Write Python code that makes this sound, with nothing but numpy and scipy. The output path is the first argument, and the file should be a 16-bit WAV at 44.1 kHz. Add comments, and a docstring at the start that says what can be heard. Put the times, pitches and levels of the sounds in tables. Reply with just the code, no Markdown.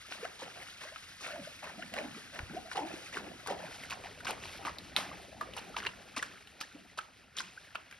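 """A creek trickles softly over a low rumble, and at once a horse's legs start pushing through the water.
Plunging legs gulp, churn up bubbles and throw spray that rains back; hooves crunch gravel and knock stones. As
the horse moves from the shallow creek onto a wet gravel bar, the near bank and the trees answer faintly. Water
and gravel are showers of tiny damped rings over coloured noise; knocks are stone rings with a snap. Air pockets
and a few low thumps are tones whose pitch glides, and the echoes are noise that dies away."""
import sys
import numpy as np
from scipy import signal
from scipy.fft import rfft, irfft, next_fast_len
from scipy.io import wavfile
from scipy.ndimage import map_coordinates

SR = 44100
rng = np.random.default_rng(int(sys.argv[2]) if len(sys.argv) > 2 else 0)


def output_pcm(signal):
    """Save a mono or channel-first signal as 16-bit PCM at the path in sys.argv[1].

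    Samples are clipped to [-1, 1] before scaling.
    """
    pcm = np.clip(np.atleast_2d(signal).T, -1, 1) * 32767
    wavfile.write(sys.argv[1], SR, np.round(pcm).astype(np.int16))


N = 352359

# Levels in the tables are those of the separate layers, before the final mix.
# Hooves pressing into the bed: start_s, length_s, pebbles_db, grit_db
HOOF_STEPS = [(0.109, 0.045, -53.5, -49.5), (0.233, 0.021, -45, -57), (0.391, 0.04, -50.5, -52),
              (0.808, 0.038, -49, -52), (1.208, 0.064, -52.5, -48.5), (1.625, 0.042, -50.5, -72),
              (1.958, 0.035, -40, -51.5), (2.339, 0.031, -48.5, -54.5), (2.388, 0.0058, -41, -52),
              (2.714, 0.023, -48.5, -49), (2.756, 0.023, -39.5, -50), (3.127, 0.06, -46, -50.5),
              (3.462, 0.044, -44, -50.5), (3.899, 0.032, -43.5, -47), (4.037, 0.034, -52.5, -59),
              (4.247, 0.0096, -46, -44.5), (4.269, .036, -39, -45), (4.425, .03, -51, -53),
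              (4.651, .036, -40, -48), (5.409, .02, -45, -55), (5.569, 0.021, -41.5, -47.5),
              (5.764, 0.026, -42, -44.5), (5.822, 0.033, -47.5, -63), (5.862, 0.0077, -37.5, -46),
              (6.163, 0.023, -41, -41.5), (6.226, 0.0051, -39, -38.5), (6.604, 0.02, -52.5, -44.5),
              (6.975, 0.015, -42, -45.5), (7.366, 0.04, -49, -42.5), (7.7488, 0.01, -37, -55)]
# Stone knocking on stone: start_s, level_db, pitch_hz,
# crack_db and snap_db (relative to the ring, before a fixed boost of each)
STONE_KNOCKS = [(0.1228, -25.5, 1450, 7, -26), (0.2531, -30.5, 1530, -16, -22),
                (0.96, -31.5, 1285, 0.5, -27), (1.2633, -30, 1400, 1, -26), (1.824, -33, 2300, -3, -28),
                (1.939, -25.5, 2080, 2, -4), (2.391, -31, 1450, 1, -23), (2.714, -30, 1470, -26, -27),
                (3.1704, -25, 1520, -35, -35), (3.473, -26, 1610, -23, -2.5), (3.836, -33, 2160, -10, -18),
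                (3.908, -30, 2630, -12, -3), (3.926, -33.5, 1110, -5, -22), (4.205, -36, 1450, -18, -16),
                (4.2689, -25.5, 1540, -2, -26), (4.308, -24, 2070, -22, 14), (4.6509, -26, 1150, -2.5, -21),
                (4.785, -29, 3870, -31, -12), (4.964, -9.5, 3760, -5, -15.5),
                (5.4115, -25.5, 1203, -37, -17.5), (5.5365, -33, 2860, -7, -13), (5.566, -32, 1035, -9, -8),
                (5.581, -31, 2830, -10, -16), (5.7795, -31, 1020, -6, -16), (5.767, -22, 1010, 4.5, -32),
                (5.802, -28.5, 1780, 1, -17), (5.851, -31, 1560, -2, -21), (5.8677, -18, 2810, -2, -26),
                (6.1678, -30, 1130, -2.5, -18), (6.2275, -24, 1490, -26, -16),
                (6.473, -37.5, 2950, -13, -11), (6.6119, -23, 1230, 5, 0), (6.988, -24, 1320, -8, -22),
                (7.3858, -24.5, 3100, -12, -20), (7.4029, -28, 1490, -17, -33), (7.7554, -22, 1390, 2, -21),
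                (7.912, -39.5, 1580, 0, -3), (7.926, -35.5, 1640, 3, -10)]
# Ways one stone rings: pitch_multiple (varied at random for each knock), level_db
STONE_MODES = [(0.719, -18), (1.001, -3.5), (1.28, -9)]
# Air pockets closing behind a hoof or under a drip, and two low thumps near 2.4 s (the 72 Hz and 81 Hz rows):
# start_s, pitch_hz (at the peak), level_db, swell_s
PLOPS_AND_THUMPS = [(0.227, 460, -36, 0.0061), (.249, 660, -32.5, 0.0031), (.42, 513, -39.5, 0.0074),
                    (.85, 590, -44.5, 0.0063), (.917, 620, -49, 0.0088), (1.471, 605, -38.5, 0.0045),
                    (1.789, 664, -39.5, 0.0058), (1.972, 579, -37.5, 0.014), (2.146, 1260, -44.5, 0.0035),
                    (2.401, 72, -39, 0.0051), (2.429, 81, -35.5, 0.0056), (2.497, 1410, -42.5, .002),
                    (2.564, 702, -33.5, 0.009), (2.767, 784, -35, 0.0082), (2.805, 830, -35, 0.0053),
                    (2.854, 317, -35.5, 0.0066), (2.938, 305, -33, 0.0029), (3.168, 381, -38, 0.0048),
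                    (3.496, 704, -38, 0.005), (3.508, 530, -29, 0.0036), (3.635, 597, -38.5, 0.0065),
                    (4.055, 785, -39.5, 0.0043), (4.297, 833, -34.5, 0.0046), (4.984, 640, -32.5, 0.0035),
                    (5.114, 1120, -38.5, .003), (5.742, 1290, -40, 0.0047), (6.173, 268, -40, 0.0062),
                    (6.194, 1890, -37, 0.0041), (6.633, 1720, -42.5, 0.0045), (6.745, 277, -43.5, 0.0082),
                    (7.574, 1510, -40.5, 0.0043)]
# Loudness of the low rumble: time_s, level_db
RUMBLE_LEVEL = [(0, -68), (3, -64.5), (4.6, -58), (5.9, -61.5), (6.6, -70), (8, -70.5)]

# Colours of the sounds, only relative within each table: frequency_hz, level_db (per Hz)
CHURN_COLOUR = [(60, -40), (150, 9), (420, -4.5), (750, 3.5), (1050, -2), (1600, -58), (4000, -82)]
DROP_COLOUR = [(500, -12), (950, -4.5), (1400, 0), (2600, -1.5), (3400, -10.5), (6000, -59)]
FIZZ_COLOUR = [(1500, -11.5), (2800, -2), (4000, -2), (5200, -4), (7200, -7), (10000, -10), (13000, -14),
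               (16000, -43)]
PEBBLE_COLOUR = [(80, -36), (200, -1.5), (500, -6.5), (1100, 0.5), (2900, -4), (4500, -21), (9000, -50)]
RUMBLE_COLOUR = [(20, -39), (40, -5.5), (70, -1.5), (120, -3.5), (200, -7.5), (500, -41)]

# Stereo width of the textures: frequency_hz, side_to_mid_db
STEREO_WIDTH = [(60, -13), (180, -9), (550, -7), (2000, -13), (8000, -15)]
# Time the near bank's answer takes to fall by 60 dB: frequency_hz, decay_s
BANK_DECAY = [(200, 0.094), (1400, 0.052), (10000, 0.026)]
# Time the trees' answer takes to fall by 60 dB: frequency_hz, decay_s
TREE_DECAY = [(200, 1), (2000, 0.19), (10000, 0.069)]
# Phase by which the left channel leads for sound from ahead: frequency_hz, lead_radians
AHEAD_LEAD = [(0, 0), (5300, .4), (7100, 3.1), (8000, 3.3), (9800, 6.2), (11300, 6.5), (12800, 9.3)]
# Extra phase lead for sound from the left: frequency_hz, lead_radians
LEFT_LEAD = [(1800, 0), (2400, 1.4), (4500, 1.3), (5200, 0)]
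# Left minus right level for sound from the left: frequency_hz, difference_db
LEFT_TILT = [(700, -1), (1300, 3), (2400, -2), (3700, 3), (4800, -1.5), (6000, 1)]
# Share of the sound that comes from the left: time_s, left_share (0 to 1)
LEFT_SHARE = [(3.5, 1), (3.9, 0.023)]
# Legs pushing through water: start_s, length_s, bubbles_db, bubble_pitch_hz (at the start), spray_db
LEG_PUSHES = [(0.072, 0.2, -57, 564, -52.5), (0.41, 0.039, -48.5, 560, -46),
              (0.545, 0.084, -56.5, 517, -52), (0.796, 0.11, -61.5, 676, -51),
              (1.225, 0.13, -53, 625, -44.5), (1.622, 0.075, -48.5, 596, -47),
              (1.752, 0.073, -50, 300, -54), (1.916, 0.091, -45, 590, -47), (2.32, 0.076, -53, 550, -51),
              (2.471, 0.096, -50.5, 335, -52), (2.748, 0.031, -34.5, 900, -43),
              (2.853, 0.08, -49, 500, -48.5), (3.135, 0.18, -51, 403, -54), (3.477, 0.041, -40, 556, -43.5),
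              (3.585, 0.086, -47.5, 590, -49), (3.904, 0.19, -55.5, 640, -72),
              (4.246, 0.052, -43, 516, -43.5), (4.59, 0.06, -50, 448, -52), (4.948, 0.19, -52, 584, -51),
              (5.424, 0.28, -56, 640, -60), (5.76, 0.095, -59, 413, -70), (6.134, 0.22, -62.5, 400, -56.5),
              (6.57, 0.18, -73, 451, -59.5), (6.728, 0.04, -57, 314, -61.5), (7.347, 0.13, -63, 333, -54)]
# The running creek: time_s, drops_db (before a 3 dB cut), fizz_db
CREEK_TRICKLE = [(0, -53.5, -55.5), (2.4, -54.5, -57), (3.75, -53.5, -57.5), (5.18, -56.5, -60.5),
                 (6.25, -56, -60.5), (6.87, -62, -67), (7.99, -57, -65)]
# Stirred water between the steps: time_s, bubbles_db
LAPPING_LEVEL = [(0, -72), (2.3, -64), (4, -57.5), (5.4, -55.5), (6.6, -66), (8, -67.5)]
# Air pocket beside a leg growing or closing: start_s, length_s, start_pitch_hz, end_pitch_hz, level_db
LEG_GURGLES = [(1.245, 0.19, 616, 580.5, -49), (1.369, 0.086, 330, 150.4, -52),
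               (1.82, .02, 1345, 2050, -45), (1.979, 0.17, 499.5, 150, -50.5),
               (2.139, 0.054, 230, 565, -52.5), (2.329, .06, 677, 567, -53), (2.5, .065, 173.4, 480, -48.5),
               (2.65, 0.042, 703, 735, -53), (2.778, 0.091, 401, 260, -46)]

TOP_HZ = 15800  # nothing passes above this
PUSH_S, SETTLE_S, DRAIN_S = 0.011, 0.049, 0.043  # rise of a push; decay of its bubbles; decay of its spray
SINK_OCT_PER_S = 1.6  # the bubbles get lower as the hoof goes deeper
LAPPING_HZ = 400  # pitch of the stirred water
FLIGHT_S, SCATTER_S = 0.27, 0.048  # thrown water lands this much later, spread over this time
# Landing drops, landing fizz and fizz of the throw, relative to the spray
FALL_DROPS_DB, FALL_FIZZ_DB, THROW_FIZZ_DB = -7, -9.5, -11
CAVITY_OCTAVES = .9  # width of the water pocket's resonance around a leg
STONE_CYCLES = 20  # wet gravel damps a stone within this many cycles
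PLOP_RISE = .15  # share by which a plop ends above its pitch at the peak
SLAP_S, SLAP_BODY_DB, SLAP_FIZZ_DB, SLAP_DECAY_S = 4.9655, -35.5, -36.5, 0.052
# Random points a second for the pocket's flutter; share by which its pitch wavers
GURGLE_FLUTTER_HZ, GURGLE_WAVER = 140, .09
CLUMP_DB, CLUMP_HZ = 1.4, 45  # spray lands in small clumps: depth, and random points a second


def amp(db):
    """Turn decibels into a gain."""
    return 10 ** (np.asarray(db) / 20)


def unit(x):
    """Scale a sound to an average (rms) strength of 1."""
    return x / np.sqrt(np.mean(x ** 2) + 1e-20)


def along(points, hz):
    """Read a frequency table at any pitch, spacing pitches the way the ear does (log axis)."""
    table_hz, values = np.transpose(points)
    return np.interp(np.log(hz + 1), np.log(table_hz + 1), values)


def curves(rows):
    """Turn each column after the time into a curve with one value per sample."""
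    times, *columns = np.transpose(rows)
    return [np.interp(np.arange(N) / SR, times, column) for column in columns]


def filtered(x, response):
    """Reshape a sound's frequencies with a given response."""
    n = x.shape[-1]
    padded = next_fast_len(n + 8192)
    spectrum = rfft(x, padded) * response(np.fft.rfftfreq(padded, 1 / SR))
    return irfft(spectrum, padded)[..., :n]


def add(track, start_s, sound):
    """Mix a sound into a track at a given time."""
    part = track[max(round(start_s * SR), 0):][:len(sound)]
    part += sound[:len(part)]


def wobble(rate):
    """A random curve: straight lines between random points, this many points a second."""
    points = rng.standard_normal(int(N * rate / SR) + 4)
    return map_coordinates(points, [np.arange(N) * rate / SR], order=1)


def ring(t, hz, cycles):
    """A vibration swells within a cycle or so, then falls by 60 dB in the given number of cycles."""
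    shape = amp(-60 * t * hz / cycles) * (1 - np.exp(-t * hz)) ** 2
    return shape / shape.max() * np.sin(2 * np.pi * (hz * t + rng.random()))


def grains(lo_hz, hi_hz, cycles, rise, scatter_db, count, size):
    """A shower of tiny damped rings at random times, pitches, sizes and places, as mid and side signals."""
    start, place = rng.integers(0, N, count), rng.standard_normal(count)
    hz = lo_hz * (hi_hz / lo_hz) ** rng.random((count, 1))
    weight = amp(scatter_db * np.minimum(rng.exponential(size=(count, 1)), 4)) * hz
    turns = hz * np.arange(size) / SR
    age = np.minimum(turns / cycles, 1)
    shape = amp(-60 * age) * (1 - age) * (1 - np.exp(-2 * turns))
    rings = weight * shape * np.sin(2 * np.pi * turns * (1 + rise * age))
    index = (start[:, None] + np.arange(size)).ravel()
    mid_and_side = [np.bincount(index, (rings * gain).ravel(), N)[:N] for gain in (1, place[:, None])]
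    return unit(np.array(mid_and_side))


def texture(shower, tone, blur_db):
    """Near grains over a noise blur of countless small ones, coloured and spread in stereo; rms 1."""
    # The blur gets half the colour here; the whole mix gets the full colour below.
    blur = unit(filtered(rng.standard_normal((2, N)), lambda hz: amp(along(tone, hz) / 2)))

    def colour_and_width(hz):
        return amp(along(tone, hz)) * np.array([np.ones_like(hz), amp(along(STEREO_WIDTH, hz))])

    mid, side = filtered(shower + amp(blur_db) * blur, colour_and_width)
    return unit(np.array([mid + side, mid - side]))


def swept(x, centre_hz, octaves):
    """Pass a sound through a broad resonance that follows a pitch curve; rms 1."""
    hz, t, z = signal.stft(x, SR, nperseg=1024)
    centre = np.interp(t, np.arange(N) / SR, centre_hz)
    gain = 1 / (1 + (np.log2((hz[:, None] + 1) / centre) / octaves) ** 2)
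    # Moving the resonance should not change the loudness.
    gain /= np.sqrt(np.mean(abs(z) ** 2, axis=(0, 2)) @ gain ** 2)
    return unit(signal.istft(z * gain, SR, nperseg=1024)[1][:, :N])


def echo(x, decay_table, delay, size):
    """A diffuse stereo answer made of noise, in which each frequency dies at its own speed."""
    hz, t, z = signal.stft(rng.standard_normal((2, size)), SR, nperseg=256)
    decay = amp(-60 * t / along(decay_table, hz)[:, None])
    tail = signal.istft(z * decay, SR, nperseg=256)[1]
    tail = np.pad(tail / np.linalg.norm(tail[0]), ((0, 0), (round(abs(delay) * SR), 0)))
    return signal.fftconvolve(x, tail, axes=1)[:, :N]


def ports(x):
    """Two microphone ports hear the treble out of step, and unequally loud when it comes from the left."""
    def lead(points, hz):
        return np.exp(np.array([[.5j], [-.5j]]) * along(points, hz))

    def from_left(hz):
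        return lead(LEFT_LEAD, hz) * amp(np.array([[.5], [-.5]]) * along(LEFT_TILT, hz))

    left_share = curves(LEFT_SHARE)[0].clip(0, 1)
    placed = (1 - left_share) * x + left_share * filtered(x, from_left)
    return filtered(placed, lambda hz: lead(AHEAD_LEAD, hz))


def rumble():
    """Moving air and handling make a soft low rumble, built from low noise."""
    return amp(curves(RUMBLE_LEVEL)[0]) * texture(np.zeros((2, N)), RUMBLE_COLOUR, blur_db=0)


def stroke(age, length, release):
    """A push through water builds up, holds and lets go; age counts from its start."""
    attack = 1 - np.exp(-np.maximum(age, 0) / PUSH_S)
    return attack * np.exp(-np.maximum(age - length, 0) / release)


def wading():
    """Each push churns, throws water and lets it fall back: bubble, drop and fizz levels, and bubble pitch."""
    t = np.arange(0, N, 64) / SR  # slow curves need only every 64th sample
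    start, length, churn_db, hz, spray_db = np.transpose(LEG_PUSHES)[:, :, None]
    age = t - start
    # Squared levels (powers) add up where pushes overlap.
    churn = (amp(churn_db) * stroke(age, length, SETTLE_S)) ** 2
    throw = ((amp(spray_db) * stroke(age, length, DRAIN_S)) ** 2).sum(0)
    landing = np.exp(-.5 * ((age - FLIGHT_S) / SCATTER_S) ** 2)
    fall = (amp(spray_db) ** 2 * landing).sum(0)
    lapping = amp(np.interp(t, *np.transpose(LAPPING_LEVEL))) ** 2
    bubbles = churn.sum(0) + lapping
    # The louder a push is at this moment, the more it decides the pitch.
    sinking_hz = hz * 2 ** (-SINK_OCT_PER_S * age.clip(0, 1))
    pitch = ((churn * sinking_hz).sum(0) + lapping * LAPPING_HZ) / bubbles
    drops = throw + amp(FALL_DROPS_DB) ** 2 * fall
    fizz = amp(THROW_FIZZ_DB) ** 2 * throw + amp(FALL_FIZZ_DB) ** 2 * fall
    return curves(np.transpose([t, np.sqrt(bubbles), np.sqrt(drops), np.sqrt(fizz), pitch]))


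def water():
    """The creek trickles; legs churn up big bubbles and thrown water rains back in drops and fine fizz."""
    churn, splash, hiss, bubble_hz = wading()
    creek_drops_db, creek_fizz_db = curves(CREEK_TRICKLE)
    drops_level = np.hypot(splash, amp(creek_drops_db))
    fizz_level = np.hypot(hiss, amp(creek_fizz_db))
    # A bubble's pitch climbs as it rises; a deep plunge traps bigger, lower ones.
    bubbles = grains(150, 1000, cycles=24, rise=.16, scatter_db=1.3, count=1800, size=2800)
    bubbles = swept(texture(bubbles, CHURN_COLOUR, blur_db=-8), bubble_hz, octaves=CAVITY_OCTAVES)
    drops = grains(1200, 3900, cycles=46, rise=.08, scatter_db=2, count=3600, size=700)
    drops = texture(drops, DROP_COLOUR, blur_db=-3)
    fizz = grains(2800, 13000, cycles=16, rise=.05, scatter_db=2.8, count=9000, size=160)
    fizz = texture(fizz, FIZZ_COLOUR, blur_db=4.5)
    spray = drops_level * amp(-3) * drops + fizz_level * fizz
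    clumps = amp(CLUMP_DB * wobble(CLUMP_HZ))
    return churn * bubbles + clumps * spray


def plops_and_thumps():
    """Each pocket of air swells into a short ring whose pitch climbs as it nears the surface; the two lowest
    rows ring as dull low thumps."""
    out, t = np.zeros(N), np.arange(SR // 6) / SR
    for start, hz, db, swell in PLOPS_AND_THUMPS:
        age = t / swell  # 1 at the loudest moment
        glide = 1 + PLOP_RISE * np.tanh((age - 1) / 2)
        shape = (age * np.exp(1 - age)) ** 2
        add(out, start, amp(db) * shape * np.sin(2 * np.pi * hz * np.cumsum(glide) / SR))
    return out


def gurgles():
    """A pocket's radius changes steadily and its fluttering pitch goes inversely: down in a plunge, up in a lift."""
    out = np.zeros(N)
    for start, length, start_hz, end_hz, db in LEG_GURGLES:
        progress = np.arange(round(length * SR)) / (length * SR)
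        size = len(progress)
        radius = (1 - progress) / start_hz + progress / end_hz  # in effect 1 / pitch
        pitch = (1 + GURGLE_WAVER * wobble(GURGLE_FLUTTER_HZ / 2)[:size]) / radius
        # Two random curves make both the strength and the phase flutter.
        flutter = (wobble(GURGLE_FLUTTER_HZ) + 1j * wobble(GURGLE_FLUTTER_HZ))[:size]
        tone = np.real(flutter * np.exp(2j * np.pi * np.cumsum(pitch) / SR))
        add(out, start, amp(db) * unit(tone * np.sqrt(np.sin(np.pi * progress))))
    return out


def slap():
    """The hardest hoof fall slaps up a sheet of spray, too fine for single drops, that dies smoothly."""
    age = np.arange(N) / SR - SLAP_S
    no_grains = np.zeros((2, N))
    body = amp(SLAP_BODY_DB) * texture(no_grains, PEBBLE_COLOUR, blur_db=0)
    fizz = amp(SLAP_FIZZ_DB) * texture(no_grains, FIZZ_COLOUR, blur_db=0)
    return (age > 0) * np.exp(-abs(age) / SLAP_DECAY_S) * (body + fizz)


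def gravel():
    """Pebbles and grit grind while the hoof takes the weight; then the wet bed settles softly."""
    pebble_level, grit_level, t = np.zeros(N), np.zeros(N), np.arange(SR // 2) / SR
    for start, length, pebbles_db, grit_db in HOOF_STEPS:
        grind = np.exp(-np.maximum(t / length - 1, 0) / 0.36)
        settling = amp(-10.0) * np.exp(-t / (3.73 * length))
        push = (1 - np.exp(-t / 0.00012)) * np.maximum(grind, settling)
        add(pebble_level, start, amp(pebbles_db) * push)
        add(grit_level, start, amp(grit_db) * push)
    pebbles = grains(312, 4450, cycles=21.3, rise=0, scatter_db=2.3, count=3400, size=650)
    grit = grains(3330, 9200, cycles=17.0, rise=0, scatter_db=3.5, count=12000, size=130)
    pebbles = pebble_level * texture(pebbles, PEBBLE_COLOUR, blur_db=-8)
    return pebbles + grit_level * texture(grit, FIZZ_COLOUR, blur_db=-2)


def knocks():
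    """Stones in wet gravel snap on contact, crack and ring a few cycles, scattered by the near bank."""
    out, t = np.zeros((2, N)), np.arange(SR // 12) / SR
    for start, db, hz, crack_db, snap_db in STONE_KNOCKS:
        body = np.zeros(len(t))
        for multiple, level_db in STONE_MODES:
            mode_hz = hz * multiple ** rng.normal(1, 0.36)  # no two stones have the same shape
            body += amp(level_db) * ring(t, mode_hz, cycles=STONE_CYCLES)
        crack = ring(t, hz=2590, cycles=3.8)
        snap = filtered(rng.standard_normal(len(t)), lambda f: amp(along(FIZZ_COLOUR, f) / 2))
        snap *= np.exp(-t / .0011)
        hit = body / abs(body).max()
        hit += amp(crack_db + 3.5) * crack + amp(snap_db + 9.0) * snap / abs(snap).max()
        hit *= amp(db) / abs(hit).max()
        answers = echo(hit[None], BANK_DECAY, delay=0.001823, size=4000)
        for channel, answer in zip(out, answers):
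            add(channel, start, hit + amp(-5.0) * answer[:len(t)])
    return out


def scene():
    """The horse moves from the left towards the middle; the trees answer faintly."""
    horse_and_creek = knocks() + plops_and_thumps() + gurgles() + slap() + gravel() + water()
    horse_and_creek *= amp([[.25], [-.25]])  # slightly louder on the left
    woods = amp(-19) * echo(horse_and_creek, TREE_DECAY, delay=.018, size=30000)
    return ports(horse_and_creek + woods) + rumble()


def record(dry):
    """Keep nothing above the band limit."""
    return filtered(dry, lambda hz: hz < TOP_HZ)


dry = scene()
out = record(dry)
output_pcm(out)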